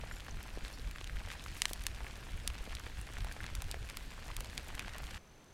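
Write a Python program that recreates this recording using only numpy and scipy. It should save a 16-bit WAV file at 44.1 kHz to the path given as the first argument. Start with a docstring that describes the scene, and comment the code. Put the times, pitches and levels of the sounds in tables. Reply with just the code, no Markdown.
"""A lava flow creeps past outdoors: its glassy skin cracks and gas pockets pop, each snap a pressure
pulse doubled by its bounce off the ground. Countless small pops merge into a crackling bed, gas hisses
out, patches of crust crumble and glassy flakes tinkle. Underneath, wind rumbles on the microphone.
Near the end the scene cuts to a quiet roadside, where an insect trills with its wings."""
import sys
import numpy as np
from scipy import signal
from scipy.fft import rfft, irfft
from scipy.io import wavfile
from scipy.ndimage import uniform_filter1d

SR = 44100
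rng = np.random.default_rng(int(sys.argv[2]) if len(sys.argv) > 2 else 0)


def dump(signal):
    """Clip the signal to [-1, 1] and save it as 16-bit WAV at the path in sys.argv[1]."""
    limited = np.clip(np.atleast_2d(signal).T, -1, 1)
    pcm = np.round(limited * 32767).astype(np.int16)
    wavfile.write(sys.argv[1], SR, pcm)


N = 243873
TIME = np.arange(N) / SR

# tone colours of the noise beds: (frequency [Hz], relative level [dB])
ROADSIDE_COLOUR = [(12, -11), (33, -2.5), (60, -8.5), (120, -11), (250, -15.5), (380, -15), (600, -19),
                   (2600, -27.5), (5200, -31), (9000, -38), (16000, -44)]
WIND_COLOUR = [(10, -8.5), (22, 1), (50, 1), (75, -5.5), (110, -11.5), (170, -21), (300, -37.5), (700, -54),
               (2000, -76)]
GAS_COLOUR = [(500, -48), (2500, 2), (4500, 3), (7000, -3), (10500, -11), (13500, -12.5), (16000, -18)]
DISTANT_POPS_COLOUR = [(60, 2.5), (200, 8), (400, 1), (800, -1), (1100, -4.5), (1600, -0.5), (2600, -4.5),
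                       (4500, -19.5), (9000, -20), (16000, -47)]
# buffets of wind that thump the microphone: (time [s], length [s], level at the crest [dB])
WIND_BUFFETS = [(0.022, 0.12, -45), (0.126, 0.046, -43), (0.361, 0.068, -39), (0.562, 0.033, -37),
                (0.643, .04, -40), (0.823, .03, -38.5), (0.874, 0.048, -36.5), (1.06, .07, -42.5),
                (1.164, 0.051, -35.5), (1.253, .05, -42), (1.506, 0.046, -42.5), (1.813, 0.052, -42.5),
                (1.927, 0.081, -43), (2.025, 0.031, -39), (2.342, 0.044, -37.5), (2.405, 0.019, -37),
                (2.508, 0.074, -40.5), (2.605, 0.036, -42), (2.745, 0.057, -40), (2.847, 0.028, -43.5),
                (2.992, 0.052, -40.5), (3.213, 0.095, -36.5), (3.433, 0.054, -41.5), (3.528, 0.048, -38),
                (3.583, 0.027, -34), (3.657, 0.028, -38), (3.734, 0.064, -42.5), (3.818, .05, -39.5),
                (4.082, 0.022, -39.5), (4.304, 0.025, -38), (4.384, .05, -40.5), (4.733, 0.041, -40),
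                (4.867, 0.071, -48.5), (5.032, 0.052, -39.5), (5.158, .04, -43)]
# fader rides for the escaping gas and the crackling crust: (time [s], level [dB])
GAS_FADER = [(0.0, -59.5), (1.07, -60), (1.57, -56), (1.97, -58.5), (3.36, -58), (3.91, -58.5),
             (4.51, -57.5), (5.01, -59), (5.05, -56)]
CRACKLE_FADER = [(0.0, -53.5), (0.15, -56), (0.87, -57), (1.5, -56), (1.64, -56), (2.71, -55.5),
                 (2.84, -56.5), (3.07, -56.5), (3.35, -55), (3.81, -56), (4.3, -56), (4.74, -54.5),
                 (4.84, -53.5), (5.05, -54)]
# ringing modes of one glassy shard: (pitch [Hz], relative level [dB], 60 dB decay time [s])
SHARD_MODES = [(4400, -3, .12), (5050, -5, .1), (5600, 0, 0.076), (7080, -5, 0.1), (7400, -6, .07),
               (9500, -11, .06), (10440, -6, .06), (11500, -3, .06)]
# touches that set the shard tinkling: (time [s], level [dB], favoured pitch [Hz])
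SHARD_TOUCHES = [(.122, -48, 7800), (.158, -50, 7800), (.736, -48, 4600)]
# pings of glassy flakes: (time [s], peak level [dB], pitch [Hz], 60 dB decay time [s])
FLAKE_PINGS = [(0.31, -38, 6300, 0.018), (2.476, -24.5, 9700, 0.012), (2.4754, -39, 2730, .009),
               (4.7949, -28.5, 2500, 0.015)]
# patches of crust that crumble: (start [s], length [s], level [dB], centre pitch [Hz])
CRUMBLES = [(0.629, 0.064, -54.5, 3130), (1.287, 0.058, -51.5, 2560), (1.553, 0.07, -56, 6000),
            (1.68, 0.042, -54, 6800), (2.039, 0.072, -59, 2070), (2.4746, 0.0065, -43, 5900),
            (4.8, 0.065, -67, 2090), (4.918, 0.097, -62.5, 1700)]
# a pop's scatter off the rock; low pops come from folds, which scatter more: (pitch [Hz], level [dB])
ROCK_SCATTER = [(350, -13), (800, -9), (1800, -7), (2700, -22.5), (10000, -10)]
# foreground pops; small cracks are high, gas pockets low:
# (time [s], gain [dB], pitch [Hz], ground bounce delay [ms], hollowness [Q])
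NEAR_POPS = [(0.037, -4, 430, 1.52, 0.7), (0.1121, -3.5, 1420, 1.12, 2.2), (0.2048, -18, 2490, 0.28, 0.5),
             (0.2837, -14, 1440, 0.18, 0.33), (0.4295, -25, 9100, 0.8, 0.67), (0.4613, -13, 925, 1.27, 1.6),
             (0.5737, -3.5, 372, 0.18, 0.64), (0.6495, -10.5, 2020, 0.23, 0.66),
             (0.6812, -21, 3250, 0.78, 0.5), (0.729, -27, 4270, 0.49, 0.3), (0.7965, -19, 3540, 0.2, 1.8),
             (0.912, -21, 2590, 0.43, 0.34), (0.9122, -28, 14500, 0.18, 1.1),
             (0.9595, -16, 1430, 0.74, 0.87), (0.9843, -16.5, 1920, 0.55, 0.33),
             (1.0125, -13, 1320, 0.3, 0.21), (1.0432, -16.5, 3430, 0.297, 0.42),
             (1.0742, -16, 3050, 0.46, 0.82), (1.0964, -10.5, 1460, 0.52, 0.88),
             (1.1691, -12.5, 1950, 0.56, 1.4), (1.2739, -15, 990, 1.3, 0.38),
             (1.3027, -10, 2280, 0.57, 0.85), (1.3168, -13.5, 1700, 0.84, 0.58),
             (1.323, -27, 5200, 0.9, 0.4), (1.396, -14, 2490, 0.26, 1.2), (1.44, -22, 4280, 0.77, 0.36),
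             (1.462, -10, 1300, 0.8, 0.99), (1.6193, 4, 3930, 1.01, 0.6), (1.6552, 2.2, 2920, 0.99, 0.49),
             (1.6828, -23, 6500, 0.8, 0.5), (1.694, -14.5, 2400, 0.57, 0.6),
             (1.7116, -0.5, 383, 0.75, 0.63), (1.7333, -10.5, 6020, 0.87, 0.41),
             (1.838, -21, 4860, 0.86, 0.3), (1.8669, -3.5, 4400, 1.12, 0.37),
             (1.9492, -28, 3480, 1.1, 0.19), (2.0059, -13, 905, 1.43, 0.88),
             (2.0454, -11.5, 1240, 0.44, 0.86), (2.067, -12, 1870, 0.45, 1.5),
             (2.32, -27.5, 3480, 0.62, 0.29), (2.4764, -5, 4630, 1.1, 0.46),
             (2.5019, -12, 1400, 0.71, 0.36), (2.553, -14.5, 1400, 1.4, 0.42),
             (2.642, -30, 7040, 0.34, 0.41), (2.6746, -9, 430, 0.6, 0.65), (2.7073, -19, 1540, 1.5, 0.57),
             (2.7304, -14.5, 1540, 1.1, 0.75), (2.7515, -13, 4020, 0.22, 0.52),
             (2.7694, -10, 2240, 0.25, 1.6), (2.797, -21.5, 4200, 0.17, 0.3),
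             (2.8002, -11.5, 1480, 0.65, 1.3), (2.8656, -14.5, 1500, 0.58, 0.56),
             (2.866, -5.5, 410, 0.45, 1.5), (2.869, -18.5, 1700, 0.84, 0.8), (3.014, -18, 8590, 0.2, 1.9),
             (3.102, -7, 320, 0.5, 1.2), (3.1362, -24, 6650, 0.82, 1.0), (3.1688, -15.5, 1310, 0.55, 0.8),
             (3.1835, -26, 5730, 0.67, 0.6), (3.2064, -13, 2880, 0.2, 1.2), (3.246, -11, 854, 1.47, 0.67),
             (3.2464, -24.5, 6000, 0.21, 0.3), (3.2676, -10, 700, 1.1, 1.0), (3.294, -7.5, 1600, 1.1, 2.5),
             (3.3132, -10, 1800, 1.2, 1.5), (3.324, -21, 5860, 1.1, 0.7), (3.3646, -10, 740, 1.28, 0.72),
             (3.4047, -7.5, 1650, 0.51, 1.9), (3.4415, -9, 1430, 0.5, 0.7), (3.442, -30, 10000, 0.41, 0.5),
             (3.4645, -12.5, 2520, 1.2, 0.39), (3.552, -14, 4770, 0.83, 0.34),
             (3.6207, -13.5, 4470, 0.8, 0.16), (3.623, -15, 850, 1.3, 1.2), (3.714, -11, 5100, 0.23, 0.57),
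             (3.743, -4.5, 600, 0.28, 0.97), (3.7433, -9, 2220, 0.11, 1.1), (3.8993, -16, 3600, 0.82, 0.26),
             (3.9711, -10.5, 2060, 0.92, 0.49), (3.971, -16, 7000, 0.6, 0.24),
             (4.2549, -24.5, 5610, 1.16, 1.0), (4.281, -25, 3160, 0.93, 0.23),
             (4.3022, -8, 1080, 0.98, 2.2), (4.3665, -12.5, 5140, 0.86, 0.26),
             (4.4065, -14.5, 4320, 1.02, 0.21), (4.4459, -19.5, 3300, 0.95, 0.19),
             (4.5783, -6.5, 3830, 0.88, 0.61), (4.5877, -16.5, 925, 0.49, 0.37),
             (4.684, -25.5, 7360, 0.84, 0.7), (4.703, -16, 1100, 0.8, 0.34), (4.752, -21, 5780, 1, 0.46),
             (4.779, -12, 1360, 0.99, 0.31), (4.7944, -11.5, 3270, 0.84, 0.21),
             (4.8106, -16, 2100, 0.42, 1.4), (4.8263, -13, 1650, 1.4, 1.3), (4.847, -9, 1810, 1.34, 2),
             (4.8808, -12, 1050, 1.2, 0.33), (4.938, -18.5, 2050, 0.54, 1.5),
             (4.954, -16, 1400, 1.05, 0.99), (4.983, -21.5, 5480, 0.92, 0.18),
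             (5.0022, -12, 895, 1.4, 0.57), (5.0224, -32, 17360, 0.44, 0.58),
             (5.108, -22.5, 3460, 0.93, 0.34), (5.1589, -15.5, 1620, 0.7, 0.96)]
# microphone EQ, with a soft treble dip and a roll-off on top: (frequency [Hz], gain [dB])
MICROPHONE_EQ = [(3000, -0.5), (5200, -3), (7500, -1.5), (9800, -1), (11500, -1), (14000, -3.5),
                 (16000, -7)]


def gain_of(db):
    """Decibels to amplitude."""
    return 10 ** (np.asarray(db) / 20)


def unit_rms(x):
    """Scales to rms 1."""
    return x / np.sqrt(np.mean(x ** 2) + 1e-20)


def gain_at(curve, hz):
    """An EQ curve's gain at hz, read along a log-frequency axis."""
    freqs, db = np.transpose(curve)
    return gain_of(np.interp(np.log(hz + 1), np.log(freqs + 1), db))


def fader(curve):
    """A fader ride as a gain for every sample."""
    return gain_of(np.interp(TIME, *np.transpose(curve)))


def add(mix, start_s, sound):
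    """Drops a sound into the mix at start_s."""
    part = mix[max(round(start_s * SR), 0):][:len(sound)]
    part += sound[:len(part)]


def equalise(x, curve):
    """Colours a sound with an EQ curve."""
    return irfft(rfft(x) * gain_at(curve, np.fft.rfftfreq(N, 1 / SR)), N)


def noise(colour):
    """A steady bed of coloured noise, rms 1."""
    return unit_rms(equalise(rng.standard_normal(N), colour))


def patchy(x, depth_db, bands=10, frames=5):
    """Lets patches of the spectrum, some tens of ms long, swell and fade at random; rms 1."""
    spectrogram = signal.stft(x, nperseg=512)[2]
    patches = uniform_filter1d(rng.standard_normal(spectrogram.shape), bands, axis=0)
    patches = unit_rms(uniform_filter1d(patches, frames, axis=1))
    return unit_rms(signal.istft(spectrogram * gain_of(depth_db * patches))[1][:N])


def pop(hz, bounce_ms, hollow_q, splinter, ground_gain=0.63, steepness=1.72, rounding=2.57,
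        splinter_s=0.0014, scatter_s=0.0065, size=2048):
    """One pressure pulse, its ground bounce, a spray of splinters and faint scatter from rough rock."""
    f, t = np.fft.rfftfreq(size, 1 / SR), np.arange(size) / SR
    u = 1j * f / hz
    # a dry crack lasts one cycle, a hollow pocket a few
    resonance = (u / (u + hollow_q * (1 + u ** 2))) ** steepness
    # a larger pocket opens more slowly and sounds rounder
    opening = 1 + np.sqrt(2) * u / rounding + (u / rounding) ** 2
    spray = rng.standard_normal(size) * np.exp(-t / splinter_s)
    scatter = rng.standard_normal(size) * np.exp(-t / scatter_s)
    tail = splinter * spray / np.linalg.norm(spray)
    tail += gain_at(ROCK_SCATTER, hz) * scatter / np.linalg.norm(scatter)
    bounce = ground_gain * np.exp(-2j * np.pi * f * bounce_ms / 1000)
    return irfft(resonance / opening * (1 + bounce + rfft(tail)))


def small_pop(hz, splinter):
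    """A pop of random bounce delay and hollowness, rms 1."""
    bounce_ms, hollow_q = rng.uniform(0.312, 1.329), rng.uniform(0.38, 0.84)
    return unit_rms(pop(hz, bounce_ms, hollow_q, splinter))


def pop_swarm(per_s, low_hz, high_hz, spread_db, splinter, voices=48):
    """Many small pops at random moments, rms 1; most are faint, a few stand out."""
    out = np.zeros(N)
    for hz in np.geomspace(low_hz, high_hz, voices):
        accents = gain_of(spread_db * np.minimum(rng.exponential(1, N), 2.53))
        polarity = rng.choice([-1, 1], N)
        triggers = rng.random(N) < per_s / voices / SR
        out += signal.oaconvolve(triggers * accents * polarity, small_pop(hz, splinter))[:N]
    return unit_rms(out)


def insect(strokes_per_s=47.8, duty=0.65, pitch_hz=6220, sag_hz=520, rasp_hz=70, wet=0.4, echo_s=0.03):
    """A trill, rms 1: each wing stroke is a raspy tone that holds, then sags; brush echoes blur it."""
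    cycle = ((TIME - 5.186) * strokes_per_s) % 1
    stroke = np.minimum(cycle / duty, 1)
    rasp = rasp_hz * unit_rms(uniform_filter1d(rng.standard_normal(N), size=40))
    tone = np.sin(2 * np.pi * np.cumsum(pitch_hz + rasp - sag_hz * stroke ** 3) / SR)
    trill = unit_rms(tone * np.sin(np.pi * stroke))
    brush = (rng.standard_normal(N) * np.exp(-TIME / echo_s))[:SR // 10]
    echoes = unit_rms(signal.oaconvolve(trill, brush)[:N])
    return unit_rms(trill + wet * echoes)


def roadside():
    """Quiet open-air ambience with the insect and one far tick."""
    out = gain_of(-58.5) * noise(ROADSIDE_COLOUR) + gain_of(-71.5) * insect()
    add(out, 5.444, gain_of(-39) * pop(hz=5470, bounce_ms=0.56, hollow_q=0.6, splinter=1.0))
    return out


def rumble(colour, evenness):
    """Turbulent air, rms 1; evenness from 0 to 1 compresses its chance lumps."""
    air = noise(colour)
    power = uniform_filter1d(abs(signal.hilbert(air)) ** 2, size=2200)
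    return unit_rms(air / power ** (evenness / 2))


def wind(breeze_db=-48.5, buffet_pitch_ratio=0.94):
    """A lumpy breeze on the microphone, with slightly deeper buffets that swell and die away."""
    buffet_power = np.zeros(N)
    for time_s, length_s, db in WIND_BUFFETS:
        buffet_power += gain_of(db) ** 2 * np.exp(-(2 * (TIME - time_s) / length_s) ** 2)
    buffet_colour = [(hz * buffet_pitch_ratio, db) for hz, db in WIND_COLOUR]
    breeze = gain_of(breeze_db) * rumble(WIND_COLOUR, evenness=0.22)
    return breeze + np.sqrt(buffet_power) * rumble(buffet_colour, evenness=0.63)


def gas():
    """Hiss of escaping gas, with the fine ticking of the cooling skin."""
    ticks = pop_swarm(per_s=290, low_hz=3750, high_hz=10700, spread_db=5.5, splinter=0.88)
    hiss = patchy(noise(GAS_COLOUR), depth_db=1.9)
    return fader(GAS_FADER) * (gain_of(-6) * ticks + gain_of(-1.24) * hiss)


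def blisters(per_s=70, low_hz=450, high_hz=2900, decay_cycles=2.2, spread_db=4, voices=30):
    """Small blisters burst and their hollows ring for a few cycles; rms 1."""
    out, t = np.zeros(N), np.arange(2048) / SR
    for hz in np.geomspace(low_hz, high_hz, voices):
        triggers = rng.random(N) < per_s / voices / SR
        accents = gain_of(spread_db * np.minimum(rng.exponential(1, N), 2.5))
        ring = np.sin(2 * np.pi * hz * t) * np.exp(-hz * t / decay_cycles)
        out += signal.oaconvolve(triggers * accents, ring)[:N]
    return unit_rms(out)


def crackling_crust():
    """Small pops and blisters over the wash into which the distant ones merge."""
    pops = pop_swarm(per_s=320, low_hz=1000, high_hz=3380, spread_db=7.5, splinter=0.37)
    crackle = gain_of(-1) * pops + gain_of(-10.5) * blisters()
    wash = patchy(noise(DISTANT_POPS_COLOUR), depth_db=1.5)
    return fader(CRACKLE_FADER) * (crackle + wash)


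def shard(reach_octaves=0.53):
    """A glassy shard tinkles; each touch brings out the modes near its own pitch."""
    out, t = np.zeros(N), np.arange(SR // 6) / SR
    for time_s, db, touch_hz in SHARD_TOUCHES:
        for hz, mode_db, t60 in SHARD_MODES:
            share = 1 / (1 + (np.log2(hz / touch_hz) / reach_octaves) ** 2)
            envelope = share * gain_of(db + mode_db - 60 * t / t60)
            add(out, time_s, envelope * np.sin(2 * np.pi * hz * t))
    return out


def flakes():
    """Each glassy flake pings briefly in three close modes."""
    out, t = np.zeros(N), np.arange(SR // 10) / SR
    for time_s, db, hz, t60 in FLAKE_PINGS:
        modes_hz = hz * rng.uniform(0.93, 1.045, (3, 1))
        ring = np.sin(2 * np.pi * modes_hz * t).mean(0)
        add(out, time_s, gain_of(db - 60 * t / t60) * ring)
    return out


def crumbling_crust(per_s=600, spread_db=3):
    """Patches of crust give way in quick runs of tiny pops, each within an octave of the centre pitch."""
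    out = np.zeros(N)
    for start_s, length_s, db, hz in CRUMBLES:
        count = max(round(per_s * length_s), 1)
        delays_s = rng.triangular(0, length_s / 2, length_s, count)
        octaves, accents = np.tanh(rng.standard_normal((2, count)))
        for delay_s, octave, accent in zip(delays_s, octaves, accents):
            grain = small_pop(hz * 2 ** octave, splinter=0.56)
            density_trim = np.sqrt(SR / per_s / len(grain))
            add(out, start_s + delay_s, gain_of(db + spread_db * accent) * density_trim * grain)
    return out


def near_pops():
    """Up front, single snaps of the cracking skin and pops of bursting gas pockets."""
    out = np.zeros(N)
    for time_s, db, hz, bounce_ms, hollow_q in NEAR_POPS:
        add(out, time_s, gain_of(db) * pop(hz, bounce_ms, hollow_q, splinter=0.4))
    return out


def scene(cut_s=5.179):
    """The lava in the wind, then a hard cut to the roadside; mono."""
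    lava = near_pops() + crumbling_crust() + crackling_crust() + gas() + flakes() + shard() + wind()
    crossfade = uniform_filter1d(1. * (TIME > cut_s), size=200)
    return ((1 - crossfade) * lava + crossfade * roadside())[None]


def record(dry, cutoff_hz=16200):
    """The microphone's colour, then the recorder's steep high cut."""
    high_cut = signal.firwin(255, cutoff_hz, window=("kaiser", 9), fs=SR)
    return signal.oaconvolve(equalise(dry, MICROPHONE_EQ), high_cut[None], "same")


dry = scene()
out = record(dry)
dump(out)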